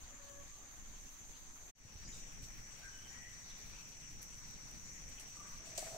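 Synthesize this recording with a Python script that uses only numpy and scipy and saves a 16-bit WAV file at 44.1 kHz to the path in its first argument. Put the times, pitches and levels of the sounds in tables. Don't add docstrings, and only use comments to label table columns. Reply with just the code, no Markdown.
import sys
import numpy as np
from scipy import signal
from scipy.fft import rfft, irfft, next_fast_len
from scipy.io import wavfile

SR = 44100
rng = np.random.default_rng(int(sys.argv[2]) if len(sys.argv) > 2 else 0)


def log_audio(samples):
    frames = np.atleast_2d(samples).T
    limited = np.clip(frames, -1, 1)
    pcm = np.round(limited * 32767).astype(np.int16)
    wavfile.write(sys.argv[1], SR, pcm)


N = 263277
T = np.arange(N) / SR
FFT_SIZE = 2 * next_fast_len(N // 2 + 1)
BANK_END_S, CAMP_START_S = 1.713, 1.75


def from_db(db):
    return 10 ** (np.asarray(db) / 20)


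def rms_one(x):
    return x / np.sqrt(np.mean(x ** 2) + 1e-20)


def pan(lean_db):
    return from_db(np.array([[.5], [-.5]]) * lean_db)


def at_hz(points, hz):
    point_hz, values = np.array(points).T
    return np.interp(np.log(hz + 1), np.log(point_hz), values)


def drift(rate_hz):
    r = np.exp(-80 * np.pi * rate_hz / SR)
    slow = signal.lfilter([1], [1, -2 * r, r * r], rng.standard_normal(N // 40 + 2002))[2000:]
    return np.interp(np.arange(N) / 40, np.arange(len(slow)), rms_one(slow))


def hump(middle_s, length_s):
    return np.exp(-(2 * (T - middle_s) / length_s) ** 2)


def burst(start_s, t60_s, rise_s=0.00056):
    age = np.maximum(T - start_s, 0)
    return (1 - np.exp(-age / rise_s)) * np.exp(-np.log(1000) * np.minimum(age / t60_s, 10))


def resonate(x, hz, width_hz):
    r = np.exp(-np.pi * width_hz / SR)
    feedback = [1, -2 * r * np.cos(2 * np.pi * hz / SR), r * r]
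    return signal.lfilter(np.array([1, 0, -1]) * (1 - r * r) / 2, feedback, x + 1e-18)


def body(x, modes):
    power = sum(from_db(db) ** 2 * np.pi * width / SR for hz, width, db in modes)
    ring = sum((-1) ** k * from_db(db) * resonate(x, hz, width) for k, (hz, width, db) in enumerate(modes))
    return ring / np.sqrt(power)


def echo_cloud(t60_s):
    return rng.standard_normal((2, SR)) * np.exp(-np.log(1000) * T[:SR] / t60_s)


def trees(x, t60_s):
    echoes = echo_cloud(t60_s)
    echoes /= np.sqrt(np.sum(echoes ** 2, axis=1, keepdims=True))
    return signal.fftconvolve(np.atleast_2d(x), echoes, axes=1)[:, :N]


def foliage(x, t60_s):
    echoes = rfft(echo_cloud(t60_s), FFT_SIZE)
    return irfft(rfft(x, FFT_SIZE) * echoes / np.abs(echoes), FFT_SIZE)[:, :N]


# frequency_hz, correlation
AIR_LIKENESS = [(25, 0.81), (60, 0.15), (150, 0.78), (500, 0.23), (1200, 0), (16000, 0)]
RUSH_BANDS = [0, 900, 1600, 2500, 3500, 5000, 9000, 22050]


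def air(spectrum, lean, lump_db, rumble_db=0, rush_db=0):
    mid, side = rfft(rng.standard_normal((2, FFT_SIZE)))
    hz = np.linspace(0, SR / 2, len(mid))
    alike = np.clip(at_hz(AIR_LIKENESS, hz), -1, 1)
    noise = np.sqrt(1 + alike) * mid + np.sqrt(1 - alike) * side * [[1], [-1]]
    noise *= from_db(at_hz(spectrum, hz)) * pan(at_hz(lean, hz))
    low_share = 1 / (1 + (hz / 400) ** 4)
    rumble = irfft(noise * low_share)[:, :N]
    rush = np.zeros((2, N))
    for bottom, top in zip(RUSH_BANDS, RUSH_BANDS[1:]):
        band = irfft(noise * (1 - low_share) * (hz >= bottom) * (hz < top))[:, :N]
        rush += band * from_db(2 * drift(12.5))
    rumble *= from_db(rumble_db + lump_db * drift(11))
    rush *= from_db(rush_db + 0.66 * drift(29))
    return rms_one(rumble + rush)


# frequency_hz, relative_db
STREAM_SPECTRUM = [(25, 4), (60, -2.5), (140, -15), (260, -14.5), (410, -22), (800, -19.5), (1300, -21),
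                   (2100, -21), (2800, -23.5), (5000, -25.5), (8000, -27.5), (8800, -33.5), (16000, -33.5)]


def stream():
    return from_db(-55.5) * air(STREAM_SPECTRUM, lean=[(25, 0), (16000, 0.52)], lump_db=2.1)


# frequency_hz, relative_db
CAMP_SPECTRUM = [(25, 3), (60, -4.5), (150, -9), (270, -15), (360, -20), (650, -20.5), (1400, -21.5),
                 (2300, -18.5), (3600, -26), (5000, -22.5), (8000, -41), (8800, -37), (11000, -34.5),
                 (16000, -33.5)]
# frequency_hz, lean_db
CAMP_BALANCE = [(25, 0.5), (600, 0), (2200, 5.5), (3300, -0.5), (4800, 1), (8000, -14.5), (9200, -2.5),
                (13000, -0.5)]
# middle_s, length_s, rise_db
FLAME_FLARES = [(2.14, 0.33, 3.5), (2.4, 0.089, 5.5), (2.592, 0.089, 6.5), (5.05, 0.2, 3.5),
                (5.92, 0.13, 4.5)]
# middle_s, length_s, rise_db
LEAF_RUSTLES = [(2.193, 0.093, 1.5), (2.783, 0.09, 1), (3.16, 0.21, 1.5), (3.55, 0.53, 2),
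                (4.777, 0.24, 1.5), (5.254, 0.22, 2), (5.774, 0.51, 4.5)]


def camp_air():
    flutter_db = 2.5 + sum(db * hump(middle, length) for middle, length, db in FLAME_FLARES)
    rustle_db = 2 + sum(db * hump(middle, length) for middle, length, db in LEAF_RUSTLES)
    wash = air(CAMP_SPECTRUM, CAMP_BALANCE, lump_db=2.0, rumble_db=flutter_db, rush_db=rustle_db)
    return from_db(-54.5) * wash


# peak_s, pitch_hz, level_db
FAR_HOOT = (0.337, 562, -66.5)
HOOT_HARMONICS = [0.8, -7.5, -11]


def hoot(peak_s, hz, db, swell_db_per_s=44, fade_db_per_s=200, hold_s=0.043):
    level_db = db - swell_db_per_s * np.maximum(peak_s - T, 0)
    level_db -= fade_db_per_s * np.clip(T - peak_s - hold_s, 0, 1)
    pitch_hz = hz * (1 + 0.01 * hump(peak_s, 0.063) + 0.017 * drift(58))
    phase = 2 * np.pi * np.cumsum(pitch_hz) / SR
    tone = sum(from_db(gain_db) * np.sin(k * phase) for k, gain_db in enumerate(HOOT_HARMONICS, 1))
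    return pan(15.5) * from_db(level_db) * tone


def bird_note(start_s, length_s, hz, glide, db, lean_db, waver):
    out = np.zeros((2, N))
    singing = (T > start_s) & (T < start_s + length_s)
    progress = (T[singing] - start_s) / length_s
    pitch_hz = hz * (1 + glide * (progress - .5)) * (1 + waver * drift(108)[singing])
    phase = 2 * np.pi * np.cumsum(pitch_hz) / SR
    envelope = np.sqrt(np.abs(np.sin(np.pi * progress)))
    out[:, singing] = from_db(db) * pan(lean_db) * envelope * np.sin(phase)
    return out


# start_s, length_s, pitch_hz, glide_share, level_db, lean_db, waver_share
FAR_WHISTLES = [(0.083, 0.05, 1298, -0.083, -65, 2, 0.041), (.49, 0.17, 1178, 0.038, -72, 10, 0.039),
                (0.947, 0.11, 5670, 0.027, -64, 1, 0.027), (2.03, 0.055, 5020, 0.04, -66, -12, 0.012),
                (2.122, 0.043, 3760, -0.0089, -61, -6, 0.03), (2.813, 0.073, 1556, 0.024, -59, 2, 0.034),
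                (2.915, 0.056, 3005, -0.02, -62.5, -3, 0.0092), (2.977, 0.049, 2970, 0.024, -65, -6, 0.008),
                (3.032, 0.041, 3170, -0.048, -59, 1, 0.02), (3.092, 0.15, 1880, 0.0053, -64, 8, 0.032),
                (3.213, 0.087, 1950, -0.02, -57.5, 4, 0.028), (3.487, 0.03, 3820, 0.13, -58.5, -1, 0.105),
                (3.705, 0.14, 2490, 0.033, -63.5, 8, 0.068), (5.347, 0.074, 1165, -0.084, -60, -4, 0.041),
                (5.392, 0.11, 1151, 0.03, -61, 3, 0.035)]
# start_s, length_s, pitch_hz, level_db
FAR_CHIRPS = [(2.062, 0.075, 6800, -52.5), (2.14, 0.045, 6650, -60), (3.084, 0.06, 6850, -60),
              (4.835, .06, 7000, -57), (4.911, 0.07, 6750, -57)]


def birds(flutter_db=4.0):
    whistles = sum(bird_note(*row) for row in FAR_WHISTLES) * from_db(flutter_db * drift(36))
    chirps = sum(bird_note(start, length, hz, glide=-0.024, db=db, lean_db=6, waver=0.03)
                 for start, length, hz, db in FAR_CHIRPS)
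    hooting = hoot(*FAR_HOOT) * from_db(flutter_db * drift(31))
    echoes = from_db(0.5) * trees(chirps, t60_s=0.06) + trees(chirps, t60_s=0.93)
    echoes += trees(whistles, t60_s=1.0) + from_db(3) * trees(hooting, t60_s=0.22)
    return from_db(-3) * (whistles + hooting) + echoes


def throb(rate_hz, depth_db):
    cycles = np.cumsum(rate_hz * (1 + 0.098 * drift(1.3))) / SR
    return depth_db * np.sin(2 * np.pi * cycles)


# pitch_hz, width_hz, level_db, lean_db, clicks_per_s, throb_share
STREAM_SINGERS = [(6210, 360, -60, -1, 110, 0.14), (6550, 270, -68.5, 6, 210, 0.55),
                  (6920, 230, -71, 13, 130, 0.79), (7226, 270, -65.5, -2, 370, 0.45),
                  (8300, 410, -77.5, 7, 340, 0.57), (12400, 1100, -80, 1, 190, 0.54)]
CAMP_SINGERS = [(5726, 390, -62, 0.45, 122, 0.29), (6033, 250, -62, 3.1, 160, 0.35),
                (6470, 260, -72.5, 2, 160, 0.7), (6890, 230, -70, 3, 230, 0.77),
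                (7560, 640, -77, 8.4, 100, 0.6), (7930, 720, -73.5, 6.7, 200, 0.45)]


def insects(kinds, throb_db, jitter, scatter_t60_s, flicker_db):
    chorus = np.zeros((2, N))
    for hz, width_hz, db, lean_db, clicks_per_s, throb_share in kinds:
        clicks = np.zeros((2, N))
        for singer in range(4):
            cycles = np.cumsum(clicks_per_s * (1 + jitter * drift(25))) / SR + rng.random()
            clicks[singer % 2] += np.diff(np.floor(cycles), prepend=0) * from_db(1.4 * drift(27))
        membrane = signal.butter(2, [hz - width_hz / 2, hz + width_hz / 2], "band", fs=SR, output="sos")
        song = signal.sosfilt(membrane, foliage(clicks, scatter_t60_s))
        song /= np.std(song, axis=1, keepdims=True)
        level_db = db + throb_share * (throb_db + flicker_db * drift(22))
        chorus += from_db(level_db) * pan(lean_db) * song
    return chorus


# start_s, level_db, pitch_hz, lean_db
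LOW_THUMPS = [(1.851, -42.5, 106, 5), (1.955, -41.5, 81, -9), (2.429, -41, 108, 0)]


def thumps():
    return sum(from_db(db) * pan(lean_db) * burst(start, t60_s=0.05) * np.sin(2 * np.pi * hz * (T - start))
               for start, db, hz, lean_db in LOW_THUMPS)


# pitch_hz, width_hz, relative_db
STICK_MODES = [(405, 98, 1), (626, 75, 9), (690, 36, 1), (1034, 89, -7), (1184, 39, -13), (1630, 85, -7),
               (2130, 150, -8)]
# start_s, level_db, pitch_ratio
STICK_KNOCKS = [(5.780, -40, .98), (5.787, -48, 0.92), (5.826, -41, 1.06), (5.874, -54, 1.18),
                (5.922, -50, 1.1), (5.945, -45.5, 1.04)]
# middle_s, length_s, level_db
STICK_SCRAPES = [(5.754, 0.23, -62), (5.878, 0.04, -54), (5.96, 0.1, -52)]


def stick(echo_db, contact_s=0.0039, slips_per_s=660, judder=0.057):
    wood = np.zeros(N)
    for start, db, ratio in STICK_KNOCKS:
        age = T[T >= start] - start
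        for hz, width_hz, mode_db in STICK_MODES:
            envelope = (1 - np.exp(-age / contact_s)) * np.exp(-np.pi * width_hz * age)
            wood[T >= start] += from_db(db + mode_db) * envelope * np.sin(2 * np.pi * ratio * hz * age)
    drag = sum(from_db(db) * hump(middle, length) for middle, length, db in STICK_SCRAPES)
    slip_phase = 2 * np.pi * np.cumsum(slips_per_s * (1 + judder * drift(152))) / SR
    grit = from_db(-8.5) * body(rng.standard_normal(N), STICK_MODES)
    groan = from_db(3.3 * drift(50)) * np.sin(slip_phase)
    wood += drag * (groan + grit)
    return wood + from_db(echo_db) * trees(wood, t60_s=0.27)


# pitch_hz, width_hz, relative_db
CRACK_MODES = [(2330, 1070, 5.5), (4480, 2200, 10), (6570, 1740, 15.5), (8070, 780, 17.5)]
# start_s, level_db, t60_s, brightness_db, edge_hz, lean_db
TWIG_SNAPS = [(2.14, -53, 0.36, -31, 9000, 4), (2.425, -56.5, 0.33, -1, 14000, 0),
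              (2.705, -56.5, 0.68, -19, 8900, 4), (3.49, -64, .05, -17, 9000, 2),
              (3.622, -65, 0.055, 1, 11500, -1), (4.216, -59.5, 0.16, 9, 13000, -2),
              (4.228, -38.5, 0.0097, 1, 12500, -1), (4.301, -66, 0.068, 8, 10400, -1),
              (4.507, -66, .04, 11, 15000, -1), (4.71, -54, .035, -2, 13000, 7),
              (4.953, -65, 0.021, 11, 13000, -5), (5.195, -48, 0.17, -1.5, 9500, 1),
              (5.27, -60, 0.42, -22, 9000, -3), (5.469, -56.5, 0.13, -23.5, 9000, 9),
              (5.654, -54, 0.35, -21, 9000, 10), (5.752, -52, 0.28, -10, 9500, 4),
              (5.7755, -32.5, 0.023, -2.5, 12300, -9), (5.779, -32.5, 0.016, -15, 12500, 11),
              (5.783, -45, 0.96, -8.5, 13700, 1.5), (5.791, -39, 0.015, -13, 11000, 13),
              (5.868, -73, 0.082, -14, 9200, 13)]


def fire(echo_db, ticks_per_s=8.6, tick_db=-63, tick_decay_s=0.012, edge_width_hz=7300):
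    fibres = rng.standard_normal((2, N)) + 0.19 * rng.standard_normal(N)
    grit = rms_one(fibres * (rng.random(N) < .35))
    ticking = rng.random(N) < ticks_per_s / SR
    ticks = ticking * from_db(tick_db + np.clip(rng.normal(0, 6.9, N), -10, 8))
    force = signal.lfilter([1], [1, -np.exp(-1 / (tick_decay_s * SR))], ticks + 1e-18) * np.ones((2, 1))
    edges = np.zeros((2, N))
    for start, db, t60_s, brightness_db, edge_hz, lean_db in TWIG_SNAPS:
        tear = from_db(db) * pan(lean_db) * burst(start, t60_s)
        force += tear
        edge = resonate(tear * grit, edge_hz, edge_width_hz)
        edges += from_db(brightness_db) * resonate(edge, edge_hz, edge_width_hz)
    cracks = body(force * grit, CRACK_MODES) + edges
    return cracks + from_db(echo_db) * trees(cracks, t60_s=0.11)


def scene():
    bank = insects(STREAM_SINGERS, throb(16, depth_db=2.5), jitter=.09, scatter_t60_s=0.053, flicker_db=3.5)
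    bank += stream()
    camp = insects(CAMP_SINGERS, throb(4.6, depth_db=1.6), jitter=.1, scatter_t60_s=0.036, flicker_db=3.0)
    camp *= from_db(1.35 + 0.62 * (T - CAMP_START_S) - 2 * hump(CAMP_START_S, 0.45))
    camp += camp_air()
    camp += thumps() + fire(echo_db=-7) + stick(echo_db=-7)
    camp -= resonate(camp, hz=5220, width_hz=270)
    fade_out = np.clip((BANK_END_S - T) / 0.016, 0, 1)
    fade_in = np.clip((T - CAMP_START_S) / 0.25, 0, 1) ** 0.5
    return fade_out * bank + fade_in * camp + birds()


def record(dry, cutoff_hz=15700):
    return signal.sosfilt(signal.ellip(10, .2, 70, cutoff_hz, fs=SR, output="sos"), dry)


dry = scene()
out = record(dry)
log_audio(out)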